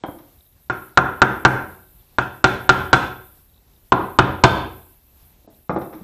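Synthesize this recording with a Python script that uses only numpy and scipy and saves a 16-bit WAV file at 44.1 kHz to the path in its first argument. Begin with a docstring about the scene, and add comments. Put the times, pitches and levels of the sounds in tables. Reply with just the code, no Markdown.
"""Over faint room air and recorder hiss, tools bump on a wooden bench in a garage, with tiny ticks about.
A hammer then knocks in three quick runs on a rusty cast pump housing on that bench; tools bump again after.
Housing and bench are struck modes, the rusty wall's clang is dying noise, and the garage carries a noise tail.
A small recorder overloads on the blows, ducks its gain after them and turns its hiss down in the quiet."""
import sys
import numpy as np
from scipy import signal
from scipy.fft import rfft, irfft, next_fast_len
from scipy.io import wavfile
from scipy.ndimage import uniform_filter1d, minimum_filter1d

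SR = 44100
rng = np.random.default_rng(int(sys.argv[2]) if len(sys.argv) > 2 else 0)


def linear_from_db(decibels):
    """Turn decibels (scalar or array-like) into linear amplitude factors; 0 gives 1."""
    return 10 ** (np.asarray(decibels, float) / 20)


def wav_out(sig):
    """Save sig, one row per channel (or a flat mono array), as 16-bit PCM at SR to the path in sys.argv[1]."""
    wavfile.write(sys.argv[1], SR, np.round(np.clip(np.atleast_2d(sig).T, -1, 1) * 32767).astype(np.int16))


N = 265923   # samples

# Hammer blows. Each row: start in seconds, strength in dB at the flange, clank in dB over that.
BLOWS = [(0.6987, -12, -2), (0.9738, 2.5, -4.5), (1.218, 2.5, -3), (1.45, 5.5, -2), (2.185, -6, 1.5),
         (2.442, 3.5, 5), (2.6921, 4.5, 5), (2.9299, 4, 7.5), (3.9211, 6.5, -7.5), (4.1878, 11.5, -3),
         (4.4375, 15.5, 4.5)]
# Tools bumping on the bench. Each row: start in seconds, level in dB, brightness in dB per octave,
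# rattle decay in seconds, extra boom in dB.
BUMPS = [(0.037, -22.5, 1, 0.011, -17.5), (0.084, -24.5, -5.5, 0.0054, -21), (0.186, -56, 10, 0.013, 19),
         (5.445, -52, -7, .006, -13), (5.476, -38.5, -7.5, 0.0054, -21), (5.695, -16.5, 2, 0.0096, 2),
         (5.761, -22.5, 1.2, 0.017, 1.5), (5.815, -36.5, 5.5, 0.015, -3), (5.926, -49, 8.5, 0.043, 29.5),
         (6.01, -53, -5, 0.0065, 20)]


def table(points, hz):
    """Reads (Hz, value) points on a log frequency axis."""
    points_hz, values = np.array(points).T
    return np.interp(np.log(hz), np.log(points_hz), values)


def ring(clicks, hz, t60):
    """A mode: a unit click sets a sine of height 1 ringing, down 60 dB after t60 seconds."""
    loss = linear_from_db(-60 / (t60 * SR))
    turn = 2 * np.pi * hz / SR
    return signal.lfilter([0, np.sin(turn)], [1, -2 * loss * np.cos(turn), loss * loss], clicks + 1e-18)


def struck(clicks, hz, t60, build_s):
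    """A mode whose swing takes a moment to build: a short resonance feeds on the long one."""
    return ring(ring(clicks, hz, t60), hz, build_s) * 2 * np.log(1000) / (build_s * SR)


def smooth(x, seconds):
    """One-pole low-pass, started at the first value."""
    r = np.exp(-1 / (seconds * SR))
    return signal.lfilter([1 - r], [1, -r], x - x[0]) + x[0]


def drift(rate):
    """Slow chance: random points of spread 1, rate per second, joined by straight lines."""
    count = int(N / SR * rate) + 2
    points = rng.standard_normal(count)
    return np.interp(np.arange(N) / SR * rate, np.arange(count), points)


def third_octaves():
    """Third-octave band-passes with their centres, from 22 Hz up."""
    edges = 22 * 2 ** (np.arange(30) / 3)
    return [(np.sqrt(low * high), signal.butter(2, [low, high], "band", fs=SR, output="sos"))
            for low, high in zip(edges, edges[1:])]


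def coloured(spectrum, together_db, own_db):
    """Noise of a given spectrum whose bands flicker, together and alone; rms 1."""
    white = rng.standard_normal((2, N))
    together = drift(14.0)
    noise = 0
    for k, (hz, sos) in enumerate(third_octaves()):
        flicker = linear_from_db(together_db * together + own_db * drift(30.0))
        noise = noise + flicker * signal.sosfilt(sos, white[k % 2]) / np.sqrt(hz)
    size = next_fast_len(N)
    hz = np.maximum(np.fft.rfftfreq(size, 1 / SR), 1)
    # sqrt(hz) undoes the tilt given to the bands
    shape = np.sqrt(hz) * linear_from_db(table(spectrum, hz))
    noise = irfft(rfft(noise, size) * shape, size)[:N]
    return noise / np.std(noise)


def air():
    """The quiet rumble and rustle of the room, as flickering coloured noise."""
    # Room air. Each row: frequency in Hz, density in relative dB per Hz.
    air_spectrum = [(15, -23.5), (25, -3), (69, -6.5), (160, -17.5), (323, -25.5), (364, -23), (442, -28),
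                    (789, -29.5), (911, -30.5), (1190, -34.5), (1670, -35.5), (1790, -36.5), (3880, -36),
                    (4940, -38.5), (8000, -41), (10400, -61), (17600, -120)]
    rms_db = -54
    return linear_from_db(rms_db) * coloured(air_spectrum, together_db=1.2, own_db=1.5)


def hiss():
    """The recorder's own bright hiss and steady-pitched electronic whine of wavering level."""
    # Recorder hiss. Each row: frequency in Hz, density in relative dB per Hz.
    hiss_spectrum = [(4710, -45), (8000, -17), (9520, -15.5), (10000, -12.5), (10400, -4.5), (11300, -11),
                     (11500, -6), (11600, -8), (12500, 1), (13200, -3), (13800, -14), (15200, -7.5),
                     (15600, -21)]
    # Electronic whine. Each row: frequency in Hz, middle level in dB rms ahead of the gain control.
    whine_tones = [(2640, -78), (12048, -62), (14655, -72)]
    hiss_rms_db = -51.5   # ahead of the gain control
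    t = np.arange(N) / SR
    whine = sum(np.sqrt(2) * linear_from_db(db + 4.2 * drift(21.0)) * np.sin(2 * np.pi * hz * t)
                for hz, db in whine_tones)
    return linear_from_db(hiss_rms_db) * coloured(hiss_spectrum, together_db=2.2, own_db=1.2) + whine


def bench():
    """A bump is a first contact and a short rattle of smaller ones into the bench modes."""
    # Bench top and the tools on it. Each row: frequency in Hz, relative level in dB, t60 in seconds.
    bench_modes = [(109, -30, 0.1), (188, 1.5, 0.049), (320.4, 12.5, 0.023), (350, -10, 0.082),
                   (459, -0.5, 0.037), (535, 8.5, 0.024), (700, 5.5, 0.017), (798, 6.5, 0.014),
                   (1070, 14.5, 0.0033), (1150, 4, 0.0046), (1514, -5, 0.0081), (1950, -5.5, 0.0059),
                   (2320, -11.5, 0.0042), (3300, -18.5, 0.0025), (3830, -14, 0.0021), (5500, -22, .002)]
    sharp_rattle_s = 0.008   # longer rattles are scrapes with a softer first contact
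    contacts_per_s = 2500
    t = np.arange(SR // 4) / SR
    size = N + len(t)
    out = np.zeros(N)
    for hz, level_db, t60 in bench_modes:
        rattle = 0.69 * rng.standard_normal(size) * (rng.random(size) < contacts_per_s / SR)
        clicks = np.zeros(size)
        for s, db, bright_db, rattle_s, boom_db in BUMPS:
            i = round(s * SR)
            tilt_db = bright_db * np.log2(hz / 500)
            low_db = boom_db / (1 + (hz / 300) ** 4)
            gain = linear_from_db(db + level_db - 10.0 + tilt_db + low_db)
            clicks[i:i + len(t)] += gain * np.exp(-t / rattle_s) * rattle[i:i + len(t)]
            clicks[i] -= 0.89 * gain * min(1, sharp_rattle_s / rattle_s)
        out += struck(clicks[:N], hz, t60, build_s=max(0.003, 0.43 / hz))
    # the bench top sends out little below 73 Hz
    out = signal.sosfilt(signal.butter(2, 73, "high", fs=SR, output="sos"), out)
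    # a steel tool rings on after the first bump
    first_bump = np.arange(N) == round(BUMPS[0][0] * SR)
    return out + ring(linear_from_db(-31) * first_bump, hz=3200, t60=0.031)


def garage(x):
    """Dense reflections: noise that swells in a few ms and dies band by band, drawn anew for each blow."""
    # Decay of the garage. Each row: frequency in Hz, t60 in seconds.
    garage_t60 = [(60, 0.37), (160, 0.49), (420, 0.53), (1100, 0.45), (2900, 0.47), (7700, 0.37)]
    t = np.arange(SR * 3 // 4) / SR
    # one stretch ahead of the blows, one from each blow, one from the first bump after them
    cuts = [0] + [round(row[0] * SR) for row in BLOWS] + [round(BUMPS[3][0] * SR), N]
    white = rng.standard_normal((2, len(cuts), len(t)))
    tails = sum(signal.sosfilt(sos, white[k % 2]) * linear_from_db(-60 * t / table(garage_t60, hz))
                for k, (hz, sos) in enumerate(third_octaves()))
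    # each stretch has paths of its own; the last tail holds those that all share
    tails = tails[:-1] + 0.43 * tails[-1]
    tails = tails * (1 - np.exp(-(t / 0.0013) ** 2))
    out = np.zeros(N + len(t))
    for start, end, tail in zip(cuts, cuts[1:], tails):
        unit_tail = tail / np.sqrt(np.sum(tail ** 2))
        out[start:end + len(t) - 1] += signal.fftconvolve(x[start:end], unit_tail)
    return out[:N]


def ticks():
    """Tiny bright ticks, in loose clusters, each a click into one short mode."""
    # The clearest of many faint ticks. Each row: start in seconds, click level in dB.
    clear_ticks = [(0.408, -40), (0.4644, -45)]
    faint_db, ticks_per_s = -53, 46   # the rate wavers around this
    chance = ticks_per_s * linear_from_db(4.0 * drift(2.5)) / SR
    clicks = linear_from_db(faint_db) * rng.standard_normal(N) * (rng.random(N) < chance)
    for s, db in clear_ticks:
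        clicks[round(s * SR)] = linear_from_db(db)
    return struck(clicks, hz=3780, t60=0.005, build_s=0.0047)


def blow_colours():
    """How hard each blow drives each part, in dB: every run lands on another spot of the housing."""
    # Spots struck, one per run. Each row: boom, thud, wall and rim in dB over the strength,
    # fizz in dB over the clank.
    spots = [(-8, -3, -1, 2, 3), (-3, -3, -2.5, -1, -0.5), (-11.5, -6, -7, -11, -6)]
    new_run_pause_s = 0.5   # a longer pause starts a new run
    boom_per_db = 0.3058   # harder blows shake the bench more: extra dB of boom per dB of strength
    s, strength_db, clank_db = np.transpose(BLOWS)
    run = np.cumsum(np.diff(s, prepend=s[0]) > new_run_pause_s)
    boom_db, thud_db, wall_db, rim_db, fizz_db = np.array(spots)[run].T
    boom_db = boom_db + boom_per_db * strength_db
    flange_db = 0 * s
    parts = [boom_db, thud_db, thud_db, wall_db, flange_db, rim_db, clank_db, clank_db + fizz_db]
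    return strength_db[:, None] + np.transpose(parts)


def blow_clicks(colours, hz, db):
    """One click per blow, as strong as its colour is at this frequency."""
    # Where boom, thud (low and high end), wall, flange, rim, clank and fizz sit: frequencies in Hz.
    colour_hz = [70, 120, 300, 900, 1040, 1450, 3500, 5500]
    colour_db = np.array([np.interp(np.log(hz), np.log(colour_hz), row) for row in colours])
    at = np.round(np.array([row[0] for row in BLOWS]) * SR).astype(int)
    clicks = np.zeros(N)
    clicks[at] = linear_from_db(db + colour_db)
    return clicks


def housing(colours):
    """Clear modes, pushed by each blow with a little chance; rust softens the contact, so they build up."""
    # Housing and the bench under it. Each row: frequency in Hz, relative level in dB, t60 in seconds.
    housing_modes = [(62.2, -30.5, 0.7), (87.44, -30, 0.74), (129, -10, 0.17), (182.65, -18.5, 0.2),
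                     (295, -26, 0.061), (327, -13.5, 0.17), (371.9, -7.5, 0.12), (550, -25, 0.015),
                     (629, -10, 0.032), (676, -13.5, 0.094), (754, -8, 0.097), (854, -12, 0.047),
                     (947.6, -7, 0.03), (1023, 1.5, 0.02), (1069.5, -11, 0.023), (1172, -9.5, 0.027),
                     (1212, 1, 0.016), (1343, -14.5, 0.087), (1403.3, 0.5, 0.043), (1442.4, -11, 0.06),
                     (1535.7, -5, 0.057), (1610, -16.5, 0.067), (2540, -23, 0.013), (2918, -22.5, 0.02),
                     (3550, -16, 0.011)]
    chance_db = 1.8 * rng.standard_normal((len(BLOWS), len(housing_modes)))
    body = np.zeros(N)
    for k, (hz, level_db, t60) in enumerate(housing_modes):
        build_s = max(0.006, 2.5 / hz)   # low modes take longer to swing up
        body -= struck(blow_clicks(colours, hz, level_db + chance_db[:, k]), hz, t60, build_s)
    return body


def rusty_wall(colours):
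    """Clang of modes too many to tell apart: bands of dying noise, and their average over all directions."""
    # Crowded, damped wall modes. Each row: frequency in Hz, relative level in dB, t60 in seconds.
    wall_modes = [(172, 16.5, .06), (205, 2.5, 0.15), (324, 7.5, .04), (470, 7.5, 0.011), (573, 3, 0.019),
                  (742, 8.5, 0.03304), (950, 0.5, 0.043), (1264, 17.5, 0.076), (1450, 2, 0.033),
                  (1740, 7.5, 0.058), (2480, 2.5, 0.067), (3150, 0.5, 0.026), (3614, -2, 0.03),
                  (4870, -13.5, 0.046), (6048, -12, 0.042), (7200, -14.5, 0.021), (8600, -14.5, 0.017)]
    white = rng.standard_normal((2, N))
    clang, even = np.zeros(N), np.zeros(N)
    for k, (hz, level_db, t60) in enumerate(wall_modes):
        push = blow_clicks(colours, hz, level_db - 11.0) + 1e-18
        loss = linear_from_db(-60 / (t60 * SR))
        dying = signal.lfilter([1], [1, -loss], push)
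        band = signal.butter(2, [hz / 1.17, hz * 1.17], "band", fs=SR, output="sos")
        clang += signal.sosfilt(band, dying * white[k % 2])
        # the same energy in one pulse
        even += (-1) ** k * signal.sosfilt(band, push) / np.sqrt(1 - loss ** 2)
    return clang, even


def scene():
    """Blows, bumps, garage and air; the clear modes beam forward, the clang spreads all round."""
    colours = blow_colours()
    body = housing(colours)
    clang, even = rusty_wall(colours)
    tools = bench()
    into_room = linear_from_db(-7.0) * body + linear_from_db(-6.0) * even + linear_from_db(-12.5) * clang + linear_from_db(-5.5) * tools
    mix = body + clang + tools + garage(into_room) + ticks() + air()
    return mix[None]


def held_level(x, fall_db_per_s):
    """Level in dB that follows rises at once and sinks at a fixed speed."""
    start_db = -41   # the gain control still remembers an earlier sound
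    ramp = fall_db_per_s * np.arange(N) / SR
    power = np.append(linear_from_db(2 * start_db), x[1:] ** 2)
    level_db = 10 * np.log10(smooth(power, 0.0085) + 1e-9)
    return np.maximum.accumulate(level_db + ramp) - ramp


def gain_control(x):
    """Gain ducks late after loud sound and sinks in long quiet; a gate lowers the hiss."""
    duck_db = smooth(-0.7 * np.maximum(held_level(x, 140) + 12.5, 0), 0.024)
    quiet_db = smooth(-0.6 * np.maximum(-45.5 - held_level(x, 54), 0), 0.0088)
    hush_db = smooth(-0.33 * np.maximum(-22 - held_level(x, 90), 0), 0.05)
    # the hiss enters midway, so it takes only part of the ducking
    return x * linear_from_db(duck_db + quiet_db) + hiss() * linear_from_db(0.3 * duck_db + hush_db)


def overload(x):
    """Peaks clip flat, unevenly up and down; the coupling then lets the flat tops sag."""
    x = signal.sosfilt(signal.butter(2, 40, "high", fs=SR, output="sos"), x)
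    x = np.clip(x, -0.88, 0.78)
    return x - smooth(x, 0.025)


def treble_left_out(x):
    """The band above about 8.7 kHz is left out around sudden attacks."""
    level_db = 10 * np.log10(smooth(x ** 2, 0.0032) + 1e-9)
    calm = level_db - np.roll(level_db, SR // 200) < 11   # no 11 dB rise within 5 ms
    # out from about 12 ms ahead of an attack to 19 ms after it, with soft edges
    keep = uniform_filter1d(minimum_filter1d(1. * calm, size=1400, origin=150), size=200)
    low = signal.sosfiltfilt(signal.cheby2(16, 25, 8700, fs=SR, output="sos"), x)
    return low + keep * (x - low)


def top_cut(x):
    """Nothing passes above the cut-off."""
    return signal.sosfilt(signal.butter(12, 15780, fs=SR, output="sos"), x)


def record(dry):
    """The small recorder's gain control, hiss and overload; then treble is lost at attacks and above 16 kHz."""
    x = gain_control(dry[0])
    x = overload(x)
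    x = treble_left_out(x)
    x = signal.sosfiltfilt(signal.cheby2(12, 50, 16000, fs=SR, output="sos"), x)
    return top_cut(x[None])


dry = scene()
out = record(dry)
wav_out(out)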